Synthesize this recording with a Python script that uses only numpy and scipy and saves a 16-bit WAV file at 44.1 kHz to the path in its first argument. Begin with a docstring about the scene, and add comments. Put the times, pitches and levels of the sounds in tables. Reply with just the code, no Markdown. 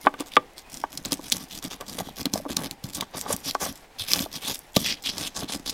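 """Hard knocks of a stone pestle on a porous stone mortar open the scene, close by, over a soft outdoor hush.
The pestle then leans on raw onion and garlic in short pushes: crisp flesh snaps, crunches and squirts
while stone rasps on stone and the heavy bowl rumbles. Knocks are short damped tones that excite the bowl's
modes; snaps are decaying bursts of breaks; grinding is random grains coloured by filters and shaped by pressure.
The bowl adds quick echoes, its surroundings a faint scatter."""
import sys
import numpy as np
from scipy import signal
from scipy.fft import rfft, irfft
from scipy.io import wavfile
from scipy.ndimage import uniform_filter1d

SR = 44100
rng = np.random.default_rng(int(sys.argv[2]) if len(sys.argv) > 2 else 0)


def unload_audio(sound):
    """Save the sound as a 16-bit wav file, at the path given as the first command line argument."""
    columns = np.transpose(np.atleast_2d(sound))
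    # keep every value between -1 and 1, then stretch to whole-number steps
    steps = np.round(np.clip(columns, -1, 1) * 32767)
    wavfile.write(sys.argv[1], SR, steps.astype(np.int16))


N = 252913
TIME = np.arange(N) / SR
BAND_LIMIT_HZ = 16200

# Spectrum of the outdoor hush: frequency_hz, relative_level_db
GARDEN_SPECTRUM = [(12, -53), (20, 3), (50, 2.5), (91, -9.5), (434, -7.5), (660, -8), (780, -4), (849, -6),
                   (1190, -13.5), (1960, -12.5), (2320, -14), (2600, -15.5), (16000, -32.5)]
GARDEN_DB = -51.5  # about which the hush drifts
# Thin far-off whistles: start_s, length_s, start_hz, end_hz, level_db (before fading and wavering)
FAR_WHISTLES = [(0, 0.057, 2130, 2140, -55), (0.526, 0.12, 2080, 2060, -59), (.63, 0.1, 2500, 2500, -57),
                (2.076, 0.28, 2520, 2380, -60), (2.709, 0.11, 813, 792, -53.5)]
# Decay of the scatter around the bowl: frequency_hz, t60_s
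AIR_DECAY = [(200, 0.61), (1200, 0.16), (4000, 0.16), (14000, 0.14)]

# Modes of the mortar: frequency_hz, relative_level_db, t60_s
BOWL_MODES = [(280, -13, .085), (370, -15, .05), (490, -15, .055), (622, -17, .06), (850, -10, .04),
              (1020, -6, .018), (1130, -2.5, .04), (1190, -6, .052), (1525, -7, .032), (1760, -10, .018),
              (2180, -15, .028), (2405, -15, .028), (2610, -16, .02), (3015, -11, .032), (3400, -14, .026),
              (3630, -12, .026), (3790, -17, .014)]
# Landings of the pestle: start_s, thud_peak_db, thud_pitch_hz, thud_decay_cycles (at least 0.1),
# contact_cutoff_hz (higher for a harder contact), ring_peak_db (bowl and grit together)
PESTLE_KNOCKS = [(0.0692, -0.5, 950, 0.62, 1940, -6), (0.1399, -27, 636, 0.33, 3300, -27.5),
                 (0.2028, -27, 293, 1.7, 694, -22.5), (.3670, -1, 1350, 0.079, 3800, -1.5),
                 (0.8387, -13.5, 900, 1.2, 1840, -23), (1.1219, -22.5, 284, 1.54, 900, -25),
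                 (1.1920, -36, 296, 1.4, 696, -30.5), (1.322, -28.5, 250, 1.3, 1390, -40),
                 (1.8099, -29.5, 487, 0.78, 3500, -30), (2.0055, -21, 727, 1.25, 1330, -49),
                 (2.0880, -27, 770, 0.59, 1300, -57), (2.2554, -21.5, 261, 0.58, 750, -27.5),
                 (2.3390, -18.5, 218, 0.41, 795, -28), (2.3573, -17, 636, 0.91, 1100, -32),
                 (2.4000, -30, 590, 1.6, 900, -47), (2.4530, -24, 780, 0.57, 1000, -40),
                 (2.459, -29, 284, 1.7, 800, -25), (2.569, -25.5, 188, 0.39, 1300, -28.5),
                 (2.843, -24.5, 142, 0.48, 300, -58), (3.023, -28.5, 960, 1.7, 1300, -30),
                 (3.2620, -23, 890, 0.61, 1370, -25.5), (3.304, -17.5, 553, 1.03, 1310, -21.5),
                 (3.5514, -10.5, 1000, 0.39, 1670, -16.5), (4.0040, -36.5, 96, 0.96, 200, -57),
                 (4.1355, -37, 450, 0.46, 3500, -25), (4.2610, -25, 645, 0.92, 1400, -32.5),
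                 (4.7662, -9, 570, 0.89, 1330, -19.5), (4.7678, -10, 188, 0.44, 400, -20.5),
                 (5.4255, -25, 590, 0.29, 1180, -34)]
# Crisp pieces giving way: start_s, level_db (over 5 ms), pitch_hz (at most SR / 4), tear_decay_s
FLESH_SNAPS = [(0.14, -47.5, 2700, 0.0016), (0.1982, -31.5, 2750, 0.013), (0.2065, -32, 7550, 0.0006),
               (0.3675, -29, 2620, 0.00064), (0.7428, -35, 7050, 0.00035), (0.772, -36.5, 5700, 0.0013),
               (0.9742, -27.5, 5570, 0.0035), (1.0507, -27.5, 4100, 0.0009), (1.0579, -29.5, 6200, 0.00033),
               (1.121, -21, 4530, 0.0015), (1.1297, -25.5, 9000, 0.00024), (1.1396, -29.5, 6700, 0.0016),
               (1.3, -32.5, 6700, 0.00038), (1.321, -16.5, 3830, 0.00071), (1.3246, -16.5, 4000, 0.0018),
               (1.33, -31, 3900, 0.002), (1.339, -32, 4800, 0.0018), (1.3677, -32.5, 6500, 0.0019),
               (1.5884, -37.5, 5700, 0.00063), (1.6411, -34, 7160, 0.00038), (1.8097, -35, 3740, 0.0022),
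               (1.9883, -29.5, 3630, 0.0028), (2.2088, -34, 4970, 0.0011), (2.2308, -39, 4900, 0.00074),
               (2.2556, -22, 3430, 0.0017), (2.3368, -20.5, 5560, 0.0025), (2.5296, -38, 4230, 0.0018),
               (2.5666, -26, 5100, 0.00078), (2.5687, -18.5, 5150, 0.0013), (2.7113, -30, 4800, 0.00049),
               (2.84, -34.5, 4240, 0.0061), (2.9475, -26.5, 7040, 0.0098), (3.0088, -23.5, 3530, 0.0029),
               (3.2128, -27.5, 6300, 0.00031), (3.3271, -22, 9200, 0.0051), (3.365, -31, 12100, 0.00017),
               (3.51, -27, 4840, 0.0016), (3.5472, -32.5, 4760, 0.0038), (4.1168, -32, 4800, 0.0014),
               (4.1345, -10, 4640, 0.00017), (4.138, -25, 5370, 0.0023), (4.1924, -25, 4440, 0.00039),
               (4.221, -32.5, 7000, 0.00022), (4.4787, -32.5, 7600, 0.00067), (4.7635, -17.5, 3760, 0.0019),
               (4.767, -16.5, 3630, 0.00055), (5.1813, -27, 4800, 0.0019), (5.696, -25, 5070, 0.0074)]

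# Pushes of the pestle: start_s, length_s, swell_db (over the push), crunch_db, fizz_db, rasp_db,
# rumble_db, wedge_hz (starting resonance of the air wedge under the pestle)
PESTLE_PUSHES = [(0.001, 0.051, 16.5, -53.0, -50.5, -67.0, -55, 4400.0),
                 (0.044, 0.024, 3, -52.0, -57, -34, -38.5, 3030.0),
                 (0.172, 0.049, -1, -49.0, -56.0, -42.5, -51, 3910.0),
                 (0.257, 0.031, -5, -48, -48, -54.0, -67.0, 4800),
                 (0.299, 0.06, 8, -47.5, -51.5, -67, -59.0, 3000.0),
                 (0.349, 0.062, -13, -65.0, -79, -52, -45.0, 2950.0),
                 (0.562, 0.04, -3, -49, -51, -64, -69.0, 4700),
                 (0.69, 0.15, -12, -47, -48.5, -58, -50, 5250),
                 (0.885, 0.061, 14, -54, -50.5, -58, -52, 5180.0),
                 (0.967, 0.019, 3.5, -48, -52, -49, -41, 5480.0),
                 (1.039, 0.062, -21, -42, -47, -44, -39.5, 4060.0),
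                 (1.106, 0.025, 4.0, -33.5, -34.5, -43, -35, 4960.0),
                 (1.205, 0.029, 3, -62, -51, -64, -45, 4570.0),
                 (1.217, 0.076, -3, -44.5, -45.5, -55, -48, 5280.0),
                 (1.304, 0.069, -2, -38.5, -39.5, -44.5, -40.5, 3540),
                 (1.385, 0.057, -10.5, -41.0, -44, -49, -45, 4670.0),
                 (1.478, 0.099, 10, -44, -46.5, -56.5, -48.5, 5110.0),
                 (1.62, 0.05, -3.5, -40, -43.5, -40, -36.5, 5000),
                 (1.699, 0.058, -9.5, -40.5, -47.5, -43.5, -48, 2720),
                 (1.8, 0.024, 0, -56, -56, -39, -43, 3450.0),
                 (1.853, 0.13, -7, -43.5, -45, -48.5, -42.5, 4760.0),
                 (1.975, 0.028, 9, -46.0, -41.5, -38.5, -34.0, 3160.0),
                 (2.028, 0.064, 4, -49, -50.0, -52.0, -47.5, 3220),
                 (2.147, 0.062, 12.5, -44.5, -47, -48.0, -42.0, 4840.0),
                 (2.252, 0.0093, 0, -42.5, -58, -38, -32, 3380.0),
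                 (2.316, 0.061, 7, -41.0, -42, -43, -37.5, 4710.0),
                 (2.482, 0.049, -10, -39.5, -45.0, -40.5, -34.0, 3840.0),
                 (2.554, 0.12, -9, -40.5, -44, -39.0, -36.5, 4620.0),
                 (2.697, 0.031, -3.0, -56, -51, -58.0, -44, 5010.0),
                 (2.824, 0.083, -8, -51.5, -50.5, -53, -45.5, 4170.0),
                 (2.921, 0.049, 10, -45.0, -41.5, -57, -44.5, 5590.0),
                 (2.949, 0.085, 1.5, -44.5, -52.0, -42.5, -40.5, 3710.0),
                 (3.127, 0.043, -1, -41, -54.0, -38.5, -40.5, 4600),
                 (3.154, 0.084, -22, -42.5, -37.0, -47, -46, 5740.0),
                 (3.21, 0.093, 7, -51, -56, -42.5, -48, 4820.0),
                 (3.274, 0.061, 5.5, -36.5, -35.0, -35.5, -35, 5760.0),
                 (3.352, 0.066, -4.0, -49.5, -53, -60, -54, 5330.0),
                 (3.431, 0.062, 8, -33.5, -36.5, -44.5, -43, 5010.0),
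                 (3.595, 0.07, -2.5, -31.5, -33.5, -30, -39, 4700),
                 (3.671, 0.031, -2.5, -40.5, -42.0, -44.5, -36, 4860),
                 (3.754, 0.01, -7, -49, -44, -69, -67.0, 4720.0),
                 (3.984, 0.065, -13.5, -32.5, -41.0, -49.5, -56, 3300),
                 (4.058, 0.065, 16.5, -32, -39, -48, -44, 4400),
                 (4.121, 0.12, -13.5, -32, -34, -38, -34, 4920.0),
                 (4.306, 0.059, 11.0, -40, -45.5, -49, -45.5, 4740),
                 (4.405, 0.079, -1, -36.5, -43, -44.5, -47.5, 4250),
                 (4.465, 0.056, -10, -32, -36.5, -37, -38, 4940),
                 (4.524, 0.03, 12, -45.5, -42.5, -68, -62.0, 4990.0),
                 (4.739, 0.095, -7.5, -34.5, -37.5, -46, -37.5, 3340.0),
                 (4.833, 0.1, -9.5, -24, -38.5, -43, -39.0, 4160),
                 (5.029, 0.07, 2, -31.5, -37.5, -46.5, -41.5, 3300),
                 (5.098, 0.079, 3.0, -41.5, -46.5, -49.0, -44.5, 4540),
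                 (5.155, 0.12, -4.5, -33.0, -36.5, -42.0, -40, 4540),
                 (5.343, 0.1, -16.5, -37, -37, -42, -40, 4500),
                 (5.414, 0.021, 2, -44, -49, -39, -33.5, 3130),
                 (5.478, 0.029, -3, -35.5, -36, -41.5, -44, 4160.0),
                 (5.51, 0.042, 4.5, -38, -34.5, -41.5, -36.5, 4600),
                 (5.579, 0.01, 1, -62, -60, -55, -45, 5020.0),
                 (5.647, 0.038, 11, -36.5, -37.5, -46.5, -42.5, 4570.0),
                 (5.714, 0.045, 1, -40, -45, -39, -32, 4600)]
# Whole pieces crackle, pulp hisses evenly: time_s, click_share (of the power, 0-1)
CRISPNESS_CURVE = [(0, 0.87), (1.2, 0.55), (2.9, 0.87), (3.4, 0), (4.2, 0.48), (4.85, 0.24), (5.5, 0.65)]
# Spectrum of the crunching flesh: frequency_hz, relative_level_db
CRUNCH_SPECTRUM = [(600, -28.5), (1500, -11.5), (2000, -6.5), (2800, -2), (3500, 1.5), (4300, -4),
                   (5100, -2.5), (6000, -3.5), (7200, -17.5), (10000, -29), (16000, -44)]
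# Spectrum of the juicy fizz: frequency_hz, relative_level_db
FIZZ_SPECTRUM = [(2500, -39.5), (5000, 7.5), (7000, 9), (9000, 8), (11500, 7), (14000, 3.5), (15300, -1),
                 (16500, -17)]
# Spectrum of stone rasping on stone: frequency_hz, relative_level_db
RASP_SPECTRUM = [(200, -9), (400, 1), (580, 4.5), (830, 1), (1080, -0.5), (1200, 0.5), (1380, -6.5),
                 (2000, -6), (3000, -30), (6000, -50)]
# Spectrum of the rumbling bowl: frequency_hz, relative_level_db
RUMBLE_SPECTRUM = [(20, -27), (50, -12), (85, -1.5), (115, -9), (165, 2), (205, -2), (280, 2.5),
                   (350, -7.5), (450, -19), (700, -33), (2000, -42.5)]
# Gain of the top treble in the fizz: time_s, gain_db
FIZZ_TREBLE = [(0, 0.5), (1.2, -0.5), (2.2, 3), (3.3, -1), (3.7, 2), (4.15, 5.5), (4.8, 3.5), (5.2, -4.5),
               (5.6, -6)]
FIZZ_TREBLE_HZ = 10400

# Pressure builds over a share of the push, drops as the hand lets go, then the pulp settles quietly
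ATTACK_SHARE = 0.33
RELEASE_DB_PER_S, SETTLE_DB, SETTLE_DB_PER_S = 750, -16.5, 120
# The flesh gives first; the stone is reached, and the bowl rocks, a little later
STONE_LAG_S, BOWL_LAG_S = 0.0011, 0.01
WEDGE_OCTAVES_PER_S = 0.55  # the air wedge narrows as the pestle rolls
RASP_RING_DB = -12  # rasp ringing in the bowl's modes, relative to the direct rasp
PEEL_DB, PEEL_CLING_S = -13.5, 0.091  # level relative to the fizz; time the wet pulp clings


def amp(db):
    """Level law: decibels to amplitude ratio."""
    return 10 ** (np.asarray(db) / 20)


def unit(x):
    """Normalization: scales a signal to rms 1."""
    return x / np.sqrt(np.mean(x ** 2) + 1e-20)


def read(points, hz):
    """Interpolation: reads a table on a log-frequency axis."""
    f, value = np.transpose(points)
    return np.interp(np.log(hz + 1), np.log(f + 1), value)


def add(mix, s, sound):
    """Superposition: mixes a sound in at time s."""
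    part = mix[max(round(s * SR), 0):][:len(sound)]
    part += sound[:len(part)]


def butter(x, hz, kind, order=2):
    """Butterworth filtering: a causal low-pass or high-pass, cut-off at most SR / 3."""
    return signal.sosfilt(signal.butter(order, min(hz, SR / 3), kind, fs=SR, output="sos"), x)


def colour(x, points, size=2048):
    """Minimum-phase filtering: a causal response with a given spectrum keeps the front of a click sharp."""
    log_gain = np.log(amp(read(points, abs(np.fft.fftfreq(size, 1 / SR)))))
    response = np.fft.ifft(np.exp(np.conj(signal.hilbert(log_gain)))).real
    return signal.oaconvolve(x, response)[:len(x)]


def wander(hz):
    """Band-limited noise: a random drift of rms 1, strongest a little below hz."""
    ratio = np.fft.rfftfreq(N, 1 / SR) / hz
    return unit(irfft(rfft(rng.standard_normal(N)) * ratio / (1 + ratio ** 4), N))


def grains(per_s, spread_db):
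    """Random impulses: tiny breaks; a wider spread makes many small and a few large."""
    size = amp(spread_db * np.minimum(rng.exponential(1, N), 3.3))
    sign = rng.choice([-1., 1.], N)
    occurs = rng.random(N) < per_s / SR
    return unit(size * sign * occurs)


def patchy(x, depth_db, size=(16, 9)):
    """Time-varying spectrum: the colour shifts as the contact moves over pieces and pores."""
    z = signal.stft(x, SR, nperseg=256)[2]
    field = rng.standard_normal(z.shape)
    # smooth over time frames, then over frequency bins
    field = uniform_filter1d(field, size[0], axis=1)
    field = uniform_filter1d(field, size[1], axis=0)
    return unit(signal.istft(z * amp(depth_db * unit(field)), SR, nperseg=256)[1][:N])


def resonate(x, hz, width_hz):
    """Resonance: a peak of gain 1 follows the curve hz, by shifting it to zero frequency and back."""
    turn = np.exp(2j * np.pi * np.cumsum(hz) / SR)
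    r = np.exp(-np.pi * width_hz / SR)
    return 2 * (turn * signal.lfilter([1 - r], [1, -r], x / turn)).real


def garden(drift_db=1.3, waver=0.0071, fade_db=4):
    """Ambient noise: a soft drifting hush, and far-off whistles as wavering, fading sines."""
    hush = unit(colour(rng.standard_normal(N), GARDEN_SPECTRUM))
    out = amp(GARDEN_DB + drift_db * wander(13.5)) * hush
    sway = 1 + waver * wander(56)
    fade = unit(amp(fade_db * np.clip(wander(27), -2, 1.5)))
    for s, length, start_hz, end_hz, db in FAR_WHISTLES:
        hz = np.linspace(start_hz, end_hz, round(length * SR))
        start = max(round(s * SR), 0)
        turns = np.cumsum(hz * sway[start:][:len(hz)]) / SR
        swell = fade[start:][:len(hz)] * signal.windows.tukey(len(hz), .5)
        add(out, s, amp(db) * swell * np.sin(2 * np.pi * turns))
    return out


def surroundings(x, wall_db=-12, wall_t60_s=0.026, air_db=-25, move_hz=0.708, count=4):
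    """Reflection: bowl-wall echoes shift as the hand moves; table and plants scatter faintly."""
    t = np.arange(SR // 3) / SR
    sign = rng.choice([-1., 1.], (count + 1, len(t)))
    taps = sign * (rng.random((count + 1, len(t))) < 4000 / SR)
    # the scatter decays at its own rate in each band
    hz, age, z = signal.stft(taps[-1] * (t > .006), SR, nperseg=256)
    decay = amp(-60 * age / read(AIR_DECAY, hz)[:, None])
    air = signal.istft(z * decay, SR, nperseg=256)[1][:len(t)]
    out = x + amp(air_db) * signal.oaconvolve(x, air / np.linalg.norm(air))[:N]
    for k in range(count):
        walls = taps[k] * amp(-60 * t / wall_t60_s) * (t > .0007)
        # the bowl is too small to throw back long waves
        echo = butter(walls / np.linalg.norm(walls), 1970, "high")
        # each place of the hand has its own echoes
        place = np.maximum(np.cos(2 * np.pi * (move_hz * TIME - k / count)), 0)
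        out = out + amp(wall_db) * signal.oaconvolve(x * place, echo)[:N]
    return out


def bowl_ring(scatter_db):
    """Modal vibration: a sum of damped sines; each spot of the bowl weights them differently."""
    t = np.arange(SR // 5) / SR
    hz, db, t60 = np.transpose(BOWL_MODES)[:, :, None]
    spot_db = scatter_db * rng.standard_normal(hz.shape)
    # neighbouring modes move the rim in opposite directions, so the ring takes a few ms to build
    sign = (-1) ** np.arange(len(hz))[:, None]
    return (sign * amp(db + spot_db - 60 * t / t60) * np.sin(2 * np.pi * hz * t)).sum(0)


def knocks(scatter_db=4.0, swell=0.66, leak=0.58, ring_low_hz=230, grit_db=-7, grit_s=0.0052):
    """Impact: the stopped pestle pushes out a short thud; harder contacts reach higher bowl modes."""
    out, t = np.zeros(N), np.arange(SR // 5) / SR
    for s, thud_db, thud_hz, cycles, contact_hz, ring_db in PESTLE_KNOCKS:
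        age = t * thud_hz / max(cycles, .1)
        thud = age ** swell * np.exp(-age) * np.sin(2 * np.pi * thud_hz * t)
        # slow pressure changes leak around the stone instead of radiating
        thud = butter(thud, leak * thud_hz, "high", order=1)
        # the rough faces chatter for a few ms as they seat
        grit = butter(rng.standard_normal(len(t)) * np.exp(-t / grit_s), 2600, "low", order=4)
        modes = bowl_ring(scatter_db)
        ring = modes / abs(modes).max() + amp(grit_db) * grit / abs(grit).max()
        ring = butter(ring, contact_hz, "low", order=3)
        ring = butter(ring, ring_low_hz, "high", order=3)
        knock = amp(thud_db) * thud / abs(thud).max() + amp(ring_db) * ring / abs(ring).max()
        add(out, s, knock)
    return out


def snaps(relative_width=0.39, splinter_db=4.5, first_crack=1.44, edge_db=-13, low_hz=2100):
    """Brittle fracture: one sharp break and a dying burst of smaller ones excite a broad resonance."""
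    out, t = np.zeros(N), np.arange(SR // 30) / SR
    for s, db, hz, length in FLESH_SNAPS:
        splinters = amp(splinter_db * rng.standard_normal(len(t)))
        breaks = unit(rng.standard_normal(len(t)) * splinters)
        breaks[0] = first_crack
        tear = breaks * np.exp(-t / max(length, 1 / SR))
        # the broken piece rings for a cycle or two
        body = signal.lfilter(*signal.iirpeak(min(hz, SR / 4), 1 / relative_width, fs=SR), tear)
        snap = butter(body + amp(edge_db) * tear, low_hz, "high", order=3)
        snap = butter(snap, SR / 3, "low")
        rms_5ms = np.sqrt(np.sum(snap ** 2) / (SR // 200))
        add(out, s, amp(db) * snap / rms_5ms)
    return out


def pressure(levels_db, lag_s=0):
    """Contact force: build, a hold that swells or eases, quick release and faint settling; powers add."""
    power, t = np.zeros(N), np.arange(SR // 2) / SR
    for (s, length, swell_db, *_), db in zip(PESTLE_PUSHES, levels_db):
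        progress = np.minimum(t / max(length, 1 / SR), 1)
        after = np.maximum(t - length, 0)
        build = np.minimum(progress / ATTACK_SHARE, 1)
        hold = amp(db + swell_db * (progress - .5))
        release = np.maximum(amp(-RELEASE_DB_PER_S * after), amp(SETTLE_DB - SETTLE_DB_PER_S * after))
        add(power, s + lag_s, (build * hold * release) ** 2)
    return np.sqrt(power)


def wedge_pitch(starts, hz):
    """Cavity resonance: the air under the pestle starts anew at each push and glides up as it rolls."""
    push = np.maximum(np.searchsorted(starts, TIME) - 1, 0)
    return hz[push] * 2 ** (WEDGE_OCTAVES_PER_S * (TIME - starts[push]))


def peeling(fizz):
    """Adhesion: wet pulp pulling off the stone ticks sparsely during and around each push."""
    wet = np.sqrt(abs(uniform_filter1d(fizz ** 2, round(PEEL_CLING_S * SR))))
    ticks = colour(grains(per_s=90, spread_db=8.5), FIZZ_SPECTRUM)
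    return amp(PEEL_DB) * wet * patchy(ticks, depth_db=5)


def sparkle(x):
    """Spectral tilt: raises or lowers the top treble over time."""
    f = np.fft.rfftfreq(N, 1 / SR)
    top = irfft(rfft(x) * (1 - 1 / (1 + (f / FIZZ_TREBLE_HZ) ** 10)), N)
    gain = amp(np.interp(TIME, *np.transpose(FIZZ_TREBLE)))
    return x + (gain - 1) * top


def grinding(judder_hz=80, judder_db=3.5, patch_db=3.0, wedge_width_hz=1700):
    """Stick-slip friction: cells burst, juice fizzes, and the pores of the stone catch."""
    starts, _, _, crunch_db, fizz_db, rasp_db, rumble_db, wedge_hz = np.transpose(PESTLE_PUSHES)
    crunch, fizz = pressure(crunch_db), pressure(fizz_db)
    rasp, rumble = pressure(rasp_db, STONE_LAG_S), pressure(rumble_db, BOWL_LAG_S)
    crisp = np.clip(np.interp(TIME, *np.transpose(CRISPNESS_CURVE)), .01, 1)
    judder = unit(amp(judder_db * np.sqrt(crisp) * np.clip(wander(judder_hz), -2, 2)))

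    # larger cell walls click across the whole treble, over a dense mush of small ones
    crackle = np.sqrt(crisp) * grains(per_s=1100, spread_db=7.5)
    mush = np.sqrt(1 - crisp) * grains(per_s=3600, spread_db=0.0)
    flesh = colour(judder * (crackle + mush), CRUNCH_SPECTRUM)
    flesh = flesh + resonate(flesh, wedge_pitch(starts, wedge_hz), wedge_width_hz)

    squirts = np.sqrt(1 - crisp) * grains(per_s=11000, spread_db=12.5)
    juice = colour(judder * (crackle + squirts), FIZZ_SPECTRUM)

    # the catching pores are heard directly and through the bowl's modes
    pores = judder * grains(per_s=1100, spread_db=3.0)
    ringing = unit(signal.oaconvolve(pores, bowl_ring(0))[:N])
    stone = unit(colour(pores, RASP_SPECTRUM)) + amp(RASP_RING_DB) * ringing
    stone = unit(butter(stone, 110, "high"))

    # the pestle rides over lumps and rocks the heavy bowl
    bumps = judder * grains(per_s=400, spread_db=1.5)
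    rocking = unit(colour(bumps, RUMBLE_SPECTRUM))

    crunching = crunch * patchy(flesh, patch_db)
    fizzing = sparkle(fizz * patchy(juice, patch_db) + peeling(fizz))
    return crunching + fizzing + rasp * stone + rumble * rocking


def scene():
    """Superposition: the mortar with its reflections, and the garden."""
    mortar = surroundings(knocks() + snaps() + grinding())
    return (mortar + garden())[None]


def record(dry, ceiling=1.6):
    """Saturation and band limiting: rounds off the loudest peaks, then removes the extreme treble."""
    rounded = dry / (1 + (dry / ceiling) ** 4) ** (1 / 4)
    low_pass = signal.firwin(401, BAND_LIMIT_HZ, window=("kaiser", 9), fs=SR)
    return signal.oaconvolve(rounded, low_pass[None], "same")


dry = scene()
out = record(dry)
unload_audio(out)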